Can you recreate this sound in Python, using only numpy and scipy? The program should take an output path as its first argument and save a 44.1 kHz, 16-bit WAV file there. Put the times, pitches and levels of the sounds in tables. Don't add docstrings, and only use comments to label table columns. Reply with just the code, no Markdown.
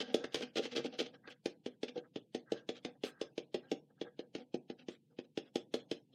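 import sys
import numpy as np
from scipy import signal
from scipy.fft import rfft, irfft
from scipy.io import wavfile
from scipy.ndimage import uniform_filter1d

SR = 44100
rng = np.random.default_rng(int(sys.argv[2]) if len(sys.argv) > 2 else 0)


def invert_db(level):
    return 10 ** (np.asarray(level, dtype=float) / 20)


def int16_out(signal):
    q = np.round(np.clip(np.atleast_2d(signal).T, -1, 1) * 32767)
    wavfile.write(sys.argv[1], SR, q.astype(np.int16))


N = 270774
T = np.arange(N) / SR

# (frequency [Hz], level [dB], T60 [s])
BOWL_MODES = [(146, -14, 0.3), (214.4, -24.5, 0.028), (256.4, 13.5, 0.076), (363, 2, 0.027),
              (486.3, 8, 0.094), (498, -1, 0.071), (604, -0.5, 0.013), (746, -3.5, 0.092),
              (755, -25.5, 0.066)]
# (frequency [Hz], level [dB], T60 [s])
GLAZE_MODES = [(1588, -17, 0.066), (2440, 9, 0.02), (3040, -4, 0.075), (3132, 13, 0.047),
               (3402, 26.5, 0.014), (4123, 15, 0.044), (4530, -2.5, 0.06), (5200, 1, 0.045),
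               (5740, -19, .015)]
# (frequency [Hz], density [dB per Hz])
SCRATCH_COLOUR = [(530, -33), (900, -15.5), (967, -44.5), (1160, -6), (1620, -3.5), (1960, -6), (2840, 1.5),
                  (3480, 2.5), (6330, -8.5), (7310, -17.5), (15700, -53)]
# (frequency [Hz], density [dB per Hz])
TICK_COLOUR = [(530, -25), (900, -19.5), (1100, -19.5), (3130, -5.5), (4120, -10), (5110, -8.5),
               (5820, -15), (6410, -12), (7140, -20.5), (8050, -21.5), (15700, -38.5)]
# (frequency [Hz], density [dB per Hz])
HUM_COLOUR = [(15, -69.5), (25, -47), (65, -37), (119, -6), (242, 0.5), (339, -4), (402, -15), (469, -5),
              (806, -14), (1000, -23), (1300, -65), (2200, -120)]
# (lag [s], level [dB])
NEAR_ECHOES = [(.0065, -9.5), (.0088, -15)]
# (frequency [Hz], density [dB per Hz])
HISS_COLOUR = [(200, -28.5), (600, -2), (1000, -13), (1600, -11.5), (3000, 0.5), (6000, -8), (9000, -8),
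               (15500, -13.5)]
# (frequency [Hz], level [dB])
THUD_COLOUR = [(30, -37), (110, -0.5), (200, 6), (300, 3), (840, 7.5), (960, -13), (2000, -34.5),
               (16000, -59)]
# (time [s], thud peak [dB], tick [dB], rebound [dB])
ROLLS = [(.002, -36.5, -39.5, -1.5), (.142, -21, -35.5, -5.5), (.24, -35, -45, -0.5),
         (0.3426, -31, -31.5, -3), (0.3537, -39.5, -41.5, -8.5), (.406, -38, -48.5, 1.5),
         (.422, -42, -44.5, 0), (0.5553, -34.5, -43.5, -2), (.568, -33, -46, -7.5), (.577, -30.5, -55, -5),
         (0.591, -29, -57.5, -13.5), (.652, -39.5, -44.5, -10.5), (0.75, -41.5, -50.5, 10),
         (0.763, -32, -53, -17), (.778, -30.5, -54, -15.5), (.793, -35, -51, -10.5), (.844, -34, -48, -1.1),
         (0.988, -35.5, -47, 6), (1, -30, -54.5, 10.5), (1.013, -34, -55.5, 11.5),
         (1.274, -48.5, -51.5, -6)]
# (time [s], thud peak [dB], tick [dB], thud pitch [Hz])
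BEATS = [(1.456, -27.5, -38.5, 377), (1.66, -33, -44.5, 364), (1.83, -30.5, -41, 397),
         (1.959, -42.5, -62, 357), (1.976, -39, -50.5, 360), (2.158, -33.5, -47.5, 330),
         (2.346, -30.5, -41.5, 363), (2.518, -26, -42.5, 397), (2.689, -31.5, -41.5, 382),
         (2.847, -35, -40.5, 335), (3.035, -30, -40.5, 386), (3.212, -30.5, -41, 415),
         (3.377, -31.5, -42.5, 394), (3.542, -29.5, -42, 410), (3.547, -32, -51, 420),
         (3.714, -27.5, -40.5, 373), (4.012, -32, -46, 376), (4.19, -35.5, -48, 367),
         (4.349, -34.5, -45, 346), (4.541, -28.5, -47.5, 350), (4.698, -35.5, -50.5, 343),
         (4.883, -34.5, -47, 348), (5.186, -35.5, -49.5, 359), (5.373, -29.5, -42.5, 359),
         (5.555, -26.5, -39, 362), (5.739, -27, -38.5, 400), (5.912, -29.5, -40, 368)]
# (start [s], length [s], scratch [dB], rumble [dB])
SCRAPES = [(0, 0.036, -46, -46), (0.067, 0.074, -61, -55), (0.239, 0.012, -50.5, -52),
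           (.319, 0.024, -55.5, -61.5), (.348, 0.066, -65, -54.5), (.418, .03, -48.5, -49.5),
           (0.556, 0.049, -41.5, -49.5), (0.618, 0.066, -48, -53.5), (0.709, 0.04, -50, -54),
           (0.752, 0.048, -40, -51), (0.839, 0.042, -49.5, -49.5), (0.918, 0.058, -57.5, -55),
           (.982, .044, -40.5, -57), (1.054, 0.022, -56, -54.5), (1.132, 0.036, -63.5, -62.5),
           (1.297, 0.043, -58, -65), (1.878, .025, -52, -56.5), (1.954, 0.033, -62, -45),
           (2.545, 0.091, -66, -77), (2.745, 0.057, -59.5, -65), (3.036, 0.058, -52.5, -58),
           (3.618, 0.099, -70.5, -75.5), (4.333, 0.11, -64.5, -57.5), (4.778, 0.07, -64, -66.5),
           (4.892, 0.082, -64, -75), (5.101, 0.051, -74.5, -71), (5.237, 0.024, -66, -67.5),
           (5.451, 0.056, -67, -72.5), (5.784, 0.03, -66.5, -74), (6.122, 0.051, -67, -66)]
# (start [s], length [s], hollow [dB], rumble [dB])
SHIFTS = [(0, 0.076, -64, -64), (0.05, 0.11, -65, -71), (0.122, 0.17, -62.5, -57),
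          (0.238, 0.012, -46.5, -71), (0.33, 0.053, -64, -74.5), (0.406, 0.026, -59, -74.5),
          (0.469, 0.0099, -65, -85), (.751, 0.088, -57.5, -64), (1.133, 0.036, -63.5, -80),
          (1.235, 0.035, -63.5, -69), (1.268, 0.03, -55, -76), (1.731, 0.024, -76, -86),
          (1.943, 0.074, -68, -78), (2.032, 0.045, -67.5, -71), (2.453, 0.2, -64, -81),
          (2.839, 0.08, -71.5, -55.5), (2.947, 0.019, -72.5, -68.5), (3.044, 0.081, -59.5, -71),
          (3.106, 0.22, -69.5, -92), (3.626, 0.056, -71.5, -76), (3.899, 0.025, -73, -66),
          (3.973, 0.034, -73.5, -72.5), (4.04, 0.058, -61, -60), (4.221, 0.049, -75.5, -67),
          (4.72, 0.029, -77, -71)]
# (start [s], length [s], fizz [dB])
BRUSHES = [
    (0.336, 0.019, -66),
    (1.274, 0.065, -75),
    (2.749, .05, -78.5),
    (3.036, 0.085, -65),
    (4.348, .09, -88),
    (4.89, 0.084, -77),
    (5.598, 0.072, -80),
    (5.742, 0.044, -71.5),
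    (5.546, 0.036, -68.5),
    (5.918, .05, -78.5),
]

ROOM_T60_LOW_S, ROOM_T60_HIGH_S, ROOM_LOW_DB, ROOM_HIGH_DB = 0.24, 0.33, -13, -12.5
WALL_S = 0.009
REBOUND_S, PAD_S, CRACK_S = 0.0118, 0.0047, 0.0035
ROLL_HZ, USUAL_THUD_DB, USUAL_TICK_DB = 407, -28.5, -47
REBOUND_DB, REBOUND_PER_DB = -4, -0.38
TILT_DB, TILT_PER_DB = -2, 0.25
SCRAPE_FIZZ_DB, SCRAPE_HOLLOW_DB = -23, -27
LIFT_LAG_S, LIFT_S, LIFT_SCRATCH_DB, LIFT_FIZZ_DB = 0.0048, 0.09, -31.5, -41
HUM_DB, HUM_PER_DB, HUM_FOLLOW_S, HUM_MIDDLE_DB = -75.5, 0.7369, 0.076, -53.5
JOLT_HZ, JOLT_DB, JOLT_S = 40.5, -46.5, 0.012
HISS_DB, GATE_OVER_DB, GATE_DEPTH_DB = -68, 3, -24.5


def unit(x):
    return x / np.sqrt(np.mean(x ** 2))


def unit_energy(x):
    return x / np.linalg.norm(x)


def colour(x, points):
    hz, db = np.transpose(points)
    f = np.maximum(np.arange(len(x) // 2 + 1) * SR / len(x), 1)
    return irfft(rfft(x) * invert_db(np.interp(np.log(f), np.log(hz), db)), len(x))


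def coloured_noise(points):
    return unit(colour(rng.standard_normal(N), points))


def resonate(x, response):
    return signal.fftconvolve(x, response)[:N]


def ring(modes, t, weight=1, stretch=1):
    hz, db, t60 = np.transpose(modes)[:, :, None]
    fading = weight * invert_db(db - 60 * t / t60)
    return (fading * np.sin(2 * np.pi * hz * stretch * t)).sum(axis=0)


def add(out, s, x):
    i = int(s * SR)
    out[i:i + len(x)] += x[:N - i]


def blows():
    every = [(s, db, tick_db, ROLL_HZ, rebound_db) for s, db, tick_db, rebound_db in ROLLS]
    for s, db, tick_db, hz in BEATS:
        rebound_db = REBOUND_DB + REBOUND_PER_DB * (tick_db - USUAL_TICK_DB)
        every.append((s, db, tick_db, hz, rebound_db))
    return every


def swell(layer_dbs, s, length):
    samples = max(length, 0.01) * SR
    u = np.arange(int(samples)) / samples
    for layer, db in layer_dbs:
        add(layer, s, invert_db(db) * np.minimum(u / 0.22, 1) * np.minimum((1 - u) / 0.41, 1))


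def contact():
    scratch, rumble, hollow, fizz = layers = np.zeros((4, N))
    for s, length, db, rumble_db in SCRAPES:
        swell([(scratch, db), (rumble, rumble_db), (hollow, db + SCRAPE_HOLLOW_DB),
               (fizz, db + SCRAPE_FIZZ_DB)], s, length)
    for s, length, db, rumble_db in SHIFTS:
        swell([(hollow, db), (rumble, rumble_db)], s, length)
    for s, length, db in BRUSHES:
        swell([(fizz, db)], s, length)
    for s, _, tick_db, *_ in blows():
        swell([(scratch, tick_db + LIFT_SCRATCH_DB), (fizz, tick_db + LIFT_FIZZ_DB)], s + LIFT_LAG_S, LIFT_S)
    return layers


def drags():
    scratch, rumble, hollow, fizz = contact()
    uneven_db = np.minimum(3.0 * rng.exponential(size=(3, N // 64 + 1)), 9)
    slips = rng.standard_normal((3, N)) * invert_db(uneven_db).repeat(64, axis=1)[:, :N]
    t = T[:SR // 8]
    glaze = unit_energy(ring(GLAZE_MODES, t))
    bowl = unit_energy(ring(BOWL_MODES, t))
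    hand = unit_energy(ring([(1599, -1, 0.029), (1325, -8.5, 0.029), (1850, -11.0, 0.02)], t))
    bright = unit(colour(slips[0], SCRATCH_COLOUR)) * scratch
    bright += unit(colour(slips[1], [(4000, -28.5), (7500, -3.0), (11000, -9), (15500, -14)])) * fizz
    bright += 0.3 * resonate(unit(slips[0]) * scratch, glaze)
    bright += resonate(unit(slips[2]) * hollow, hand)
    dull = resonate(unit(slips[1]) * rumble, bowl)
    return colour(dull, [(100, -18), (280, 1.0)]), bright


def air(near):
    t = T[:SR // 2]
    memory = np.exp(-t / HUM_FOLLOW_S) / (HUM_FOLLOW_S * SR)
    near_db = 10 * np.log10(np.maximum(resonate(near ** 2, memory), 1e-10))
    hum = coloured_noise(HUM_COLOUR) * invert_db(HUM_DB + HUM_PER_DB * (near_db - HUM_MIDDLE_DB))
    drone = coloured_noise([(25, -22.0), (90, -18.5), (135, 7.5), (220, -3.0), (400, -44.5)])
    return hum + invert_db(-76) * drone


def taps():
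    thuds, ticks, t = np.zeros(N), np.zeros(N), T[:SR // 6]
    grit = coloured_noise(TICK_COLOUR)
    modes = len(BOWL_MODES)
    chance = rng.standard_normal((len(blows()), modes + len(GLAZE_MODES) + 1))
    push = np.exp(-((t - PAD_S) / np.where(t < PAD_S, 0.0015, 0.0024)) ** 2)
    crack_shape = np.exp(-t / CRACK_S) + invert_db(-13.0) * np.exp(-t / 0.019)
    crack_shape *= np.minimum(t / 0.0024, 1)
    for (s, db, tick_db, hz, rebound_db), c in zip(blows(), chance):
        knock = -np.cos(2 * np.pi * hz * (t - PAD_S)) * push
        rim = ring([(801, -21.5, 0.045), (613, -20.5, 0.059)], t, invert_db(2.5 * c[3:5, None]), 1 + 0.012 * c[5])
        rim *= np.clip(t / 0.003, 0, 1)
        body = ring(BOWL_MODES, t, c[:modes, None], 1 + 0.045 * c[-1])
        body *= np.clip(t / 0.012, 0, 1) ** 2
        add(thuds, s, invert_db(db) * (knock + rim + invert_db(-19.5) * body))
        for lag_s, echo_db in NEAR_ECHOES:
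            add(thuds, s + lag_s + 0.00038 * c[1], invert_db(db + echo_db + 0.47 * c[2]) * knock)

        crack = grit[int(s * SR) // 2:][:len(t)] * crack_shape
        tick = crack + 0.045 * ring(GLAZE_MODES, t, c[modes:-1, None], 1 + 0.0079 * c[-1])
        tilt_db = TILT_DB + TILT_PER_DB * (db - USUAL_THUD_DB)
        tick = colour(tick, [(750, -2 * tilt_db), (3000, 0.025), (12000, 2 * tilt_db)])
        tick *= (1 - t / t[-1]) ** 2
        add(ticks, s + 0.0007, invert_db(tick_db + 4.5) * tick)
        add(ticks, s + REBOUND_S + 0.00037 * c[0], invert_db(tick_db - 0.5 + rebound_db) * tick)
    return thuds, ticks


def jolts():
    out, t = np.zeros(N), T[:SR // 8]
    swing = np.sin(2 * np.pi * JOLT_HZ * t) * (t / JOLT_S) * np.exp(1 - t / JOLT_S)
    for s, db, *_ in blows():
        add(out, s, invert_db(db + JOLT_DB + 1.5 * rng.standard_normal()) * swing)
    return out


def room(x, t60, db):
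    t = T[:SR // 2]
    tail = rng.standard_normal(len(t)) * invert_db(-60 * t / t60) * np.clip((t - WALL_S) / 0.004, 0, 1)
    return x + invert_db(db) * resonate(x, unit_energy(tail))


def gate(x, hiss):
    frame = dict(fs=SR, nperseg=2048, noverlap=1536)
    z = signal.stft(x + hiss, **frame)[2]
    usual = np.mean(np.abs(signal.stft(hiss, **frame)[2]) ** 2, axis=-1, keepdims=True)
    power = uniform_filter1d(np.abs(z) ** 2, size=19, axis=-2)
    gain = np.clip(1 - invert_db(2 * GATE_OVER_DB) * usual / (power + 1e-18), invert_db(GATE_DEPTH_DB), 1)
    return signal.istft(z * gain, **frame)[1][..., :N]


def scene():
    rumble, scratch = drags()
    thuds, ticks = taps()
    low = colour(room(thuds + rumble, ROOM_T60_LOW_S, ROOM_LOW_DB), THUD_COLOUR)
    high = room(ticks + scratch, ROOM_T60_HIGH_S, ROOM_HIGH_DB)
    return (low + high + jolts() + air(low + high))[None]


def top_cut(x):
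    return signal.sosfilt(signal.butter(12, 15880, fs=SR, output="sos"), x)


def record(dry):
    thin = signal.sosfilt(signal.butter(2, 50, "high", fs=SR, output="sos"), dry)
    hiss = invert_db(HISS_DB) * coloured_noise(HISS_COLOUR)
    return top_cut(gate(thin, hiss))


dry = scene()
out = record(dry)
int16_out(out)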